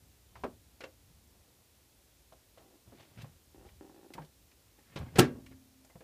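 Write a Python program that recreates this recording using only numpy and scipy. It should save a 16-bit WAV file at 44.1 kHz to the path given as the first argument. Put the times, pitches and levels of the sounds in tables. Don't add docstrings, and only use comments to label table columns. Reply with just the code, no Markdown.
import sys
import numpy as np
from scipy import signal
from scipy.io import wavfile
from scipy.ndimage import uniform_filter1d

SR = 44100
rng = np.random.default_rng(int(sys.argv[2]) if len(sys.argv) > 2 else 0)


def nominal_scale(level):
    x = np.asarray(level, float) / 20
    return 10 ** x


def digitize_waveform(pressure):
    field = np.atleast_2d(pressure).T
    bounded = np.clip(field, -1, 1)
    quanta = np.round(bounded * 32767).astype(np.int16)
    wavfile.write(sys.argv[1], SR, quanta)


N = 266187
TIME = np.arange(N) / SR
BAND_EDGES_HZ = 22 * 2 ** np.arange(0, 9.7, 0.4)

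# (time [s], cabinet level [dB], crack level [dB], direction [+1 or -1])
SLAM_CONTACTS = [
    (5.175, -46, -32, 1),
    (5.185, -22, -21, 1),
    (5.1885, -13.5, -12, -1),
    (5.1925, -16, -7, 1),
    (5.195, -16.5, -10, -1),
    (5.2005, -22, -15, 1),
    (5.2055, -22, -21, -1),
]
# (frequency [Hz], level [dB], t60 [s])
CABINET_MODES = [(71.4, -14, 0.33), (89.5, -18.5, 0.24), (103.9, -13.5, 0.14), (133.4, -9.5, 0.2),
                 (151.5, -15, 0.28), (182.3, -23.5, 0.35), (202, -17, 0.1), (219, -2.5, 0.1),
                 (242.8, -2, 0.35), (280, -7.5, 0.19), (302.4, -7, 0.15), (329, -13, 0.073),
                 (352.3, -4, 0.11), (424, -19.5, 0.12)]
# (frequency [Hz], level [dB], t60 [s])
LEAF_MODES = [(465, -13, 0.1), (524.3, -18, 0.2), (728.4, -3, 0.17), (787, -5, 0.049), (803, -34, .1),
              (1133, -41.5, 0.45), (1318, -11.5, 0.12), (1618, -37, 0.12), (1622, -20, 0.22),
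              (2440, -18, 0.082), (2740, -18.5, 0.2), (3850, -28, 0.033), (6600, -26.5, 0.034),
              (8270, 2.5, 0.0041)]
PANEL_HZ = [108, 226, 262.5, 281, 305, 343, 366, 571, 727, 962]
# (level [dB], t60 [s])
PANEL_DECAYS = [(-50, 1.2), (-51, 1.3), (-46.5, 1.8), (-53, 1.2), (-52, .8), (-48, .7), (-53, .9),
                (-63, 1.3), (-68, .8), (-66, .65)]
# (frequency [Hz], level [dB per Hz])
CRACK_SPECTRUM = [(180, -21.5), (300, 3), (814, -6), (1120, -19.5), (3290, -9), (5900, -19), (8220, -17.5),
                  (13300, -26), (16000, -21.5)]
# (frequency [Hz], level [dB per Hz])
TAIL_SPECTRUM = [(190, -29), (330, 0.5), (653, -18), (1620, -18), (1760, -22), (1940, -21), (7100, -36),
                 (14500, -51.5), (16000, -74)]
# (frequency [Hz], t60 [s])
TAIL_T60 = [(300, 0.33), (700, 0.23), (2000, 0.17), (5000, .16), (12000, 0.13)]

# (frequency [Hz], level [dB], t60 [s])
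HINGE_MODES = [(292, -21, 0.04), (329, -8.5, 0.065), (381.4, -10, 0.056), (781, -9, 0.023),
               (536, -8, 0.017), (950, -14.5, 0.0096), (1390, -17, 0.014), (1730, -15.5, 0.013),
               (2680, -14.5, 0.0095)]
# (start [s], end [s], level of the even stutter [dB])
SWINGS = [
    (2.595, 2.771, -53.5),
    (3.56, 3.669, -52),
    (3.831, 4.07, -48),
]
# (time [s], peak level [dB])
CATCHES = [
    (3.546, -45.5),
    (3.58, -50),
    (3.613, -46),
    (3.651, -44),
    (3.81, -37),
    (3.845, -44.5),
    (3.897, -43.5),
    (4.05, -53),
    (4.105, -41.5),
    (4.138, -49),
]

# (time [s], peak level [dB], brightness relative level [dB], centre frequency [Hz])
TAP = (-19, 0.13)
TAPS = [
    (0.355, -45, -11, 950),
    (0.807, -40.5, 2, 457),
    (0.838, -36.5, -2, 510),
    (2.575, -47.5, -12, 516),
    (2.922, -48.5, -25, 294),
    (5.898, -55, -15.5, 650),
    (6.007, -47.5, -7.5, 470),
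]
KNOCK = (-8, 0.12)
KNOCKS = [
    (0.437, -28, -13.5, 650),
    (0.441, -30.5, -34, 298),
    (2.322, -48.5, -15, 630),
    (4.182, -38, -34, 815),
    (4.219, -48.5, -4.5, 363),
    (4.783, -56, -8, 290),
    (5.848, -56, -7.5, 594),
]
BUMP = (4.9, .08)
BUMPS = [
    (2.878, -61, -21, 298),
    (3.245, -44.5, -22, 587),
    (4.96, -41, 1.5, 296),
    (5.512, -48.5, -7.5, 296),
    (5.957, -48.5, -31, 576),
]
RATTLE = (-5, 0.37)
RATTLES = [
    (5.158, -28.5, -4, 300),
]
# (frequency [Hz], level [dB])
THUD_MODES = [(62, 2.5), (88, -9), (121, 1), (152, -4), (185, -4.5), (226, -9)]
# (frequency [Hz], level [dB per Hz])
CRUNCH_SPECTRUM = [(700, -27.5), (1500, 8.5), (3000, 3), (6000, -8), (14000, -26.5)]
# (time [s], frequency [Hz], level [dB], t60 [s])
LONE_MODES = [(.355, 1000, -46, .05), (.44, 224.5, -41, .25), (.452, 623, -35, .06),
              (0.439, 926, -36, .045), (0.807, 435, -56, .1), (0.839, 434, -56, .08),
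              (0.861, 305.3, -54, .2), (0.84, 2720, -44.5, .04), (3.231, 131, -28, .06),
              (4.181, 918, -34, .04), (4.188, 151.6, -40.5, .2), (4.975, 121, -36, .2),
              (5.023, 124, -35, .2), (5.532, 105, -50, .2), (5.953, 173, -41, .06), (5.957, 690, -46, .04),
              (5.957, 520, -48, .04), (5.9, 2050, -65.5, .15), (4.926, 1800, -61, .08),
              (4.787, 830, -57, .05)]

# (peak time [s], rise [s], fall [s], peak level [dB], high part relative level [dB])
SLIDES = [
    (.37, .015, 0.2, -63.5, -5),
    (1.35, 0.18, 0.99, -75.5, -24),
    (2.598, 0.042, 0.13, -61.5, -16),
    (3.007, 0.13, 0.16, -61, -1.5),
    (3.18, 0.012, 0.053, -77.5, 8),
    (3.215, 0.038, 0.036, -63.5, 11.5),
    (3.66, .08, 0.16, -64, -7.5),
    (4.151, 0.03, 0.11, -54, -24),
    (4.187, 0.015, 0.072, -50, -26),
    (4.965, 0.0087, 0.041, -40, -2),
]
SHOVES = [
    (2.88, .04, .1, -69.5, -16),
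    (3.19, 0.076, .2, -62, -1.5),
    (4.93, 0.18, .06, -71, 7.5),
    (4.998, 0.058, 0.2, -53, -6.5),
    (5.089, .04, 0.039, -69, 1),
    (5.162, .04, .03, -53.5, -10),
    (5.341, 0.016, .2, -61, -28),
]
STROKE_DB = 26
# (time [s], peak level [dB], centre frequency [Hz], top relative level [dB])
TICKS = [(2.3244, -58, 3470, -22), (2.58, -56.5, 2740, -28), (3.2178, -47.5, 3600, -12),
         (3.6868, -54.5, 2080, -50), (4.136, -39, 2230, -17.5), (4.2468, -55, 3740, -14),
         (4.5125, -58.5, 2150, -31), (4.7894, -59.5, 1750, -18), (0.3552, -52, 2100, -30),
         (4.183, -57, 1610, -35), (4.961, -55, 2920, -40), (4.967, -60, 2600, -26),
         (4.986, -51.5, 9500, -8), (.839, -46, 3700, -32), (.438, -49, 1890, -23),
         (5.155, -44, 2660, -32.5), (5.4616, -48.5, 2050, -26), (5.5213, -53.5, 1600, -52),
         (5.8468, -55, 6300, -24), (5.8992, -57, 2100, -22)]

# (frequency [Hz], level [dB per Hz])
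AIR_SPECTRUM = [(120, -46.5), (200, -30.5), (249, 14), (298, -0.5), (385, -2.5), (575, -5), (1330, -12.5),
                (1450, -12), (3750, -10.5), (14700, -13), (15500, -17)]
# (frequency [Hz], level [dB per Hz])
RUMBLE_SPECTRUM = [(12, -46), (20, -21.5), (59, 0), (113, -10), (155, -19.5), (182, -17), (220, -38),
                   (250, -9.5), (320, -43.5), (550, -120)]
# (time [s], level [dB])
HANDLING = [(0.0, -54), (0.13, -65.5), (0.47, -56), (0.86, -69), (1.11, -58), (1.3, -65), (1.7, -68.5),
            (2.13, -66.5), (2.96, -69.5), (3.14, -71), (3.3, -57.5), (3.45, -67.5), (3.68, -57), (3.9, -66),
            (4.52, -65.5), (4.96, -69), (5.48, -59.5), (6.04, -72.5)]
# (time [s], level [dB])
JOLTS = [
    (5.01, -43),
    (5.189, -28.5),
]


def slam():
    out, t = np.zeros(N), TIME[:SR]
    start = SLAM_CONTACTS[0][0]
    clicks, crack = np.zeros(SR), np.zeros(SR)
    for s, cabinet_db, crack_db, direction in SLAM_CONTACTS:
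        since = t - (s - start)
        age = np.abs(since)
        clicks[round((s - start) * SR)] = direction * nominal_scale(cabinet_db)
        crack += nominal_scale(crack_db) * (since > 0) * (1 - np.exp(-age / 0.00064)) * np.exp(-age / 0.0021)
    cabinet = sum(nominal_scale(mode_db) * ring(clicks, hz, t60) for hz, mode_db, t60 in CABINET_MODES + LEAF_MODES)
    cabinet = nominal_scale(-3.5) * filtered(cabinet, 95, "high")

    since = np.maximum(t - 0.012, 0)
    for hz, (panel_db, t60) in zip(PANEL_HZ, PANEL_DECAYS):
        beat_db = 4 * np.sin(2 * np.pi * (hz / 70 * since + rng.random()))
        cabinet += nominal_scale(panel_db - 60 * since / t60 + beat_db) * np.sin(2 * np.pi * hz * since)

    noise = list(bands(SR))
    sharp = crack * rms_one(sum(nominal_scale(at_hz(CRACK_SPECTRUM, hz)) * band for hz, band in noise))
    tail = np.zeros(SR)
    for hz, band in noise:
        decay = nominal_scale(at_hz(TAIL_SPECTRUM, hz) - 60 * (since - 0.04) / at_hz(TAIL_T60, hz))
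        build_up = 1 - np.exp(-since / (0.0035 + 2.9 / hz))
        tail += decay * build_up * band[::-1]
    add(out, cabinet + nominal_scale(-1.0) * sharp + nominal_scale(-6.0) * tail, start)
    return out


def hinge():
    slip_s, jitter, spread_db = 0.0165, 0.15, 2
    chance = rng.standard_normal((40, 2))
    slips = []
    for start, end, swing_db in SWINGS:
        for s, (late, more) in zip(np.arange(start, end, slip_s), chance):
            slips.append((s + slip_s * jitter * late, swing_db + spread_db * more))
    s, level_db = np.transpose(slips + CATCHES)
    at = (s * SR).astype(int)
    out, scatter = np.zeros(N), rng.standard_normal((len(HINGE_MODES), 60))
    for (hz, mode_db, t60), row in zip(HINGE_MODES, scatter):
        clicks = np.zeros(N)
        clicks[at] = -nominal_scale(level_db + mode_db + 1.5 * row[:len(at)])
        sliding = np.roll(uniform_filter1d(np.abs(clicks), size=900), 400)
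        drag = sliding * rng.standard_normal(N) * nominal_scale(26)
        out += ring(clicks + drag, hz, t60)
    out = filtered(out, 230, "high")
    return signal.lfilter([0.15], [1, -0.85], out)


def knocks():
    out, t = np.zeros(N), TIME[:SR // 4]
    hz = np.linspace(200, 3000, 140) * nominal_scale(0.082 * rng.standard_normal(140))
    rise = 1 - np.exp(-t / 0.00014)
    kinds = [(TAP, TAPS), (KNOCK, KNOCKS), (BUMP, BUMPS), (RATTLE, RATTLES)]
    blows = [(*kind, *row) for kind, rows in kinds for row in rows]
    for thud_db, t60, s, level_db, bright_db, centre_hz in blows:
        octaves = np.log2(hz / centre_hz)
        slope_db = np.where(octaves > 0, -11.0, 13.0)
        gains = nominal_scale(slope_db * octaves + 2.4 * rng.standard_normal(140))
        mode_t60 = t60 * (hz / 600) ** -0.5
        waves = np.sin(2 * np.pi * (hz[:, None] * t + rng.random((140, 1))))
        body = gains @ (nominal_scale(-60 * t / mode_t60[:, None]) * waves)

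        thud = np.zeros(len(t))
        for low_hz, low_db in THUD_MODES:
            decay = nominal_scale(low_db + 2.2 * rng.standard_normal() - 60 * t / (1.9 * t60))
            thud += decay * np.sin(-2 * np.pi * low_hz * t)

        crunch = np.zeros(len(t))
        for band_hz, band in bands(len(t)):
            band_t60 = t60 * (band_hz / 1500) ** -0.45
            crunch += band * nominal_scale(at_hz(CRUNCH_SPECTRUM, band_hz) - 60 * t / band_t60)

        blow = peak_one(body) + nominal_scale(thud_db) * peak_one(thud) + nominal_scale(bright_db) * peak_one(crunch)
        add(out, nominal_scale(level_db) * rise * blow, s - 0.001)
    return out


def lone_modes():
    out, t = np.zeros(N), TIME[:SR // 2]
    for s, hz, level_db, t60 in LONE_MODES:
        decay = nominal_scale(level_db - 60 * t / t60) * (1 - np.exp(-t * hz))
        add(out, decay * np.sin(2 * np.pi * hz * t), s)
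    return out


def rubs():
    lumps = nominal_scale(2.2 * rms_one(filtered(rng.standard_normal(N), 60, "low")))
    grain_sizes = nominal_scale(2.7 * np.minimum(rng.exponential(1, (3, N)), 4))
    grains = lumps * rng.standard_normal((3, N)) * grain_sizes
    dull = rms_one(filtered(grains[0], [250, 900], "band"))
    bright = rms_one(filtered(grains[1], [1500, 4200], "band"))
    hooks = rms_one(filtered(grains[1], [1100, 2700], "band"))
    shudder = rms_one(sum(nominal_scale(low_db) * ring(grains[2], low_hz, 0.086) for low_hz, low_db in THUD_MODES[1:]))
    out = np.zeros(N)
    for low_db, strokes, high in [(-2, SLIDES, bright), (11, SHOVES, hooks)]:
        for s, rise, fall, rub_db, high_db in strokes:
            pressure = nominal_scale(rub_db) * tent(s, STROKE_DB / rise, STROKE_DB / fall)
            out += pressure * (dull + nominal_scale(high_db) * high + nominal_scale(low_db) * shudder)
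    return out


def ticks():
    out, t = np.zeros(N), TIME[:SR // 8]
    for s, level_db, centre_hz, top_db in TICKS:
        t60 = 0.041 + 33 / centre_hz
        shape = [(centre_hz / 4, -30), (centre_hz / 1.6, -9), (centre_hz, 0), (centre_hz * 1.5, -7), (15000, top_db)]
        burst = sum(nominal_scale(at_hz(shape, hz)) * band for hz, band in bands(len(t)))
        envelope = nominal_scale(-60 * t / t60) * (1 - np.exp(-t / 0.0015))
        add(out, nominal_scale(level_db) * peak_one(burst * envelope), s)
    return out


def kitchen(x):
    t = TIME[:SR // 2]
    echo = sum(band * nominal_scale(-60 * t / (0.21 * (hz / 500) ** -0.2)) for hz, band in bands(len(t)))
    echo = echo * (t > 0.004)
    return signal.fftconvolve(x, echo / np.sqrt(np.sum(echo ** 2)))[:N]


def background():
    lumps = rms_one(filtered(rng.standard_normal(N), 12, "low"))
    grip = nominal_scale(np.interp(TIME, *np.transpose(HANDLING)))
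    for s, jolt_db in JOLTS:
        grip += nominal_scale(jolt_db) * tent(s, 807, 331.5)
    return nominal_scale(-67) * coloured(AIR_SPECTRUM) + coloured(RUMBLE_SPECTRUM) * grip * nominal_scale(0.83 * lumps)


def ring(clicks, hz, t60):
    r, w = nominal_scale(-60 / (t60 * SR)), 2 * np.pi * hz / SR
    return signal.lfilter([0, np.sin(w)], [1, -2 * r * np.cos(w), r * r], clicks + 1e-18)


def bands(size):
    white = rng.standard_normal((2, size))
    for k, (low, high) in enumerate(zip(BAND_EDGES_HZ, BAND_EDGES_HZ[1:])):
        yield np.sqrt(low * high), filtered(white[k % 2], [low, high], "band")


def coloured(spectrum):
    return rms_one(sum(nominal_scale(at_hz(spectrum, hz)) * band for hz, band in bands(N)))


def filtered(x, hz, kind):
    return signal.sosfilt(signal.butter(2, hz, kind, fs=SR, output="sos"), x)


def at_hz(points, hz):
    point_hz, value = np.transpose(points)
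    return np.interp(np.log(hz), np.log(point_hz), value)


def tent(peak_s, rise_db_per_s, fall_db_per_s):
    return nominal_scale(-np.where(TIME < peak_s, rise_db_per_s, fall_db_per_s) * np.abs(TIME - peak_s))


def rms_one(x):
    return x / np.sqrt(np.mean(x ** 2) + 1e-20)


def peak_one(x):
    return x / np.abs(x).max()


def add(out, piece, s):
    i = round(s * SR)
    out[i:i + len(piece)] += piece[:N - i]


def scene():
    door = knocks() + lone_modes() + ticks() + hinge() + rubs()
    return (slam() + door + nominal_scale(-14.0) * kitchen(door) + background())[None]


def top_cut(x):
    return signal.sosfilt(signal.butter(12, 16260, fs=SR, output="sos"), x)


def record(dry):
    heard = filtered(dry, 60, "high")
    heard = signal.sosfilt(signal.ellip(10, 0.5, 70, 15300, fs=SR, output="sos"), heard)
    return top_cut(heard)


dry = scene()
out = record(dry)
digitize_waveform(out)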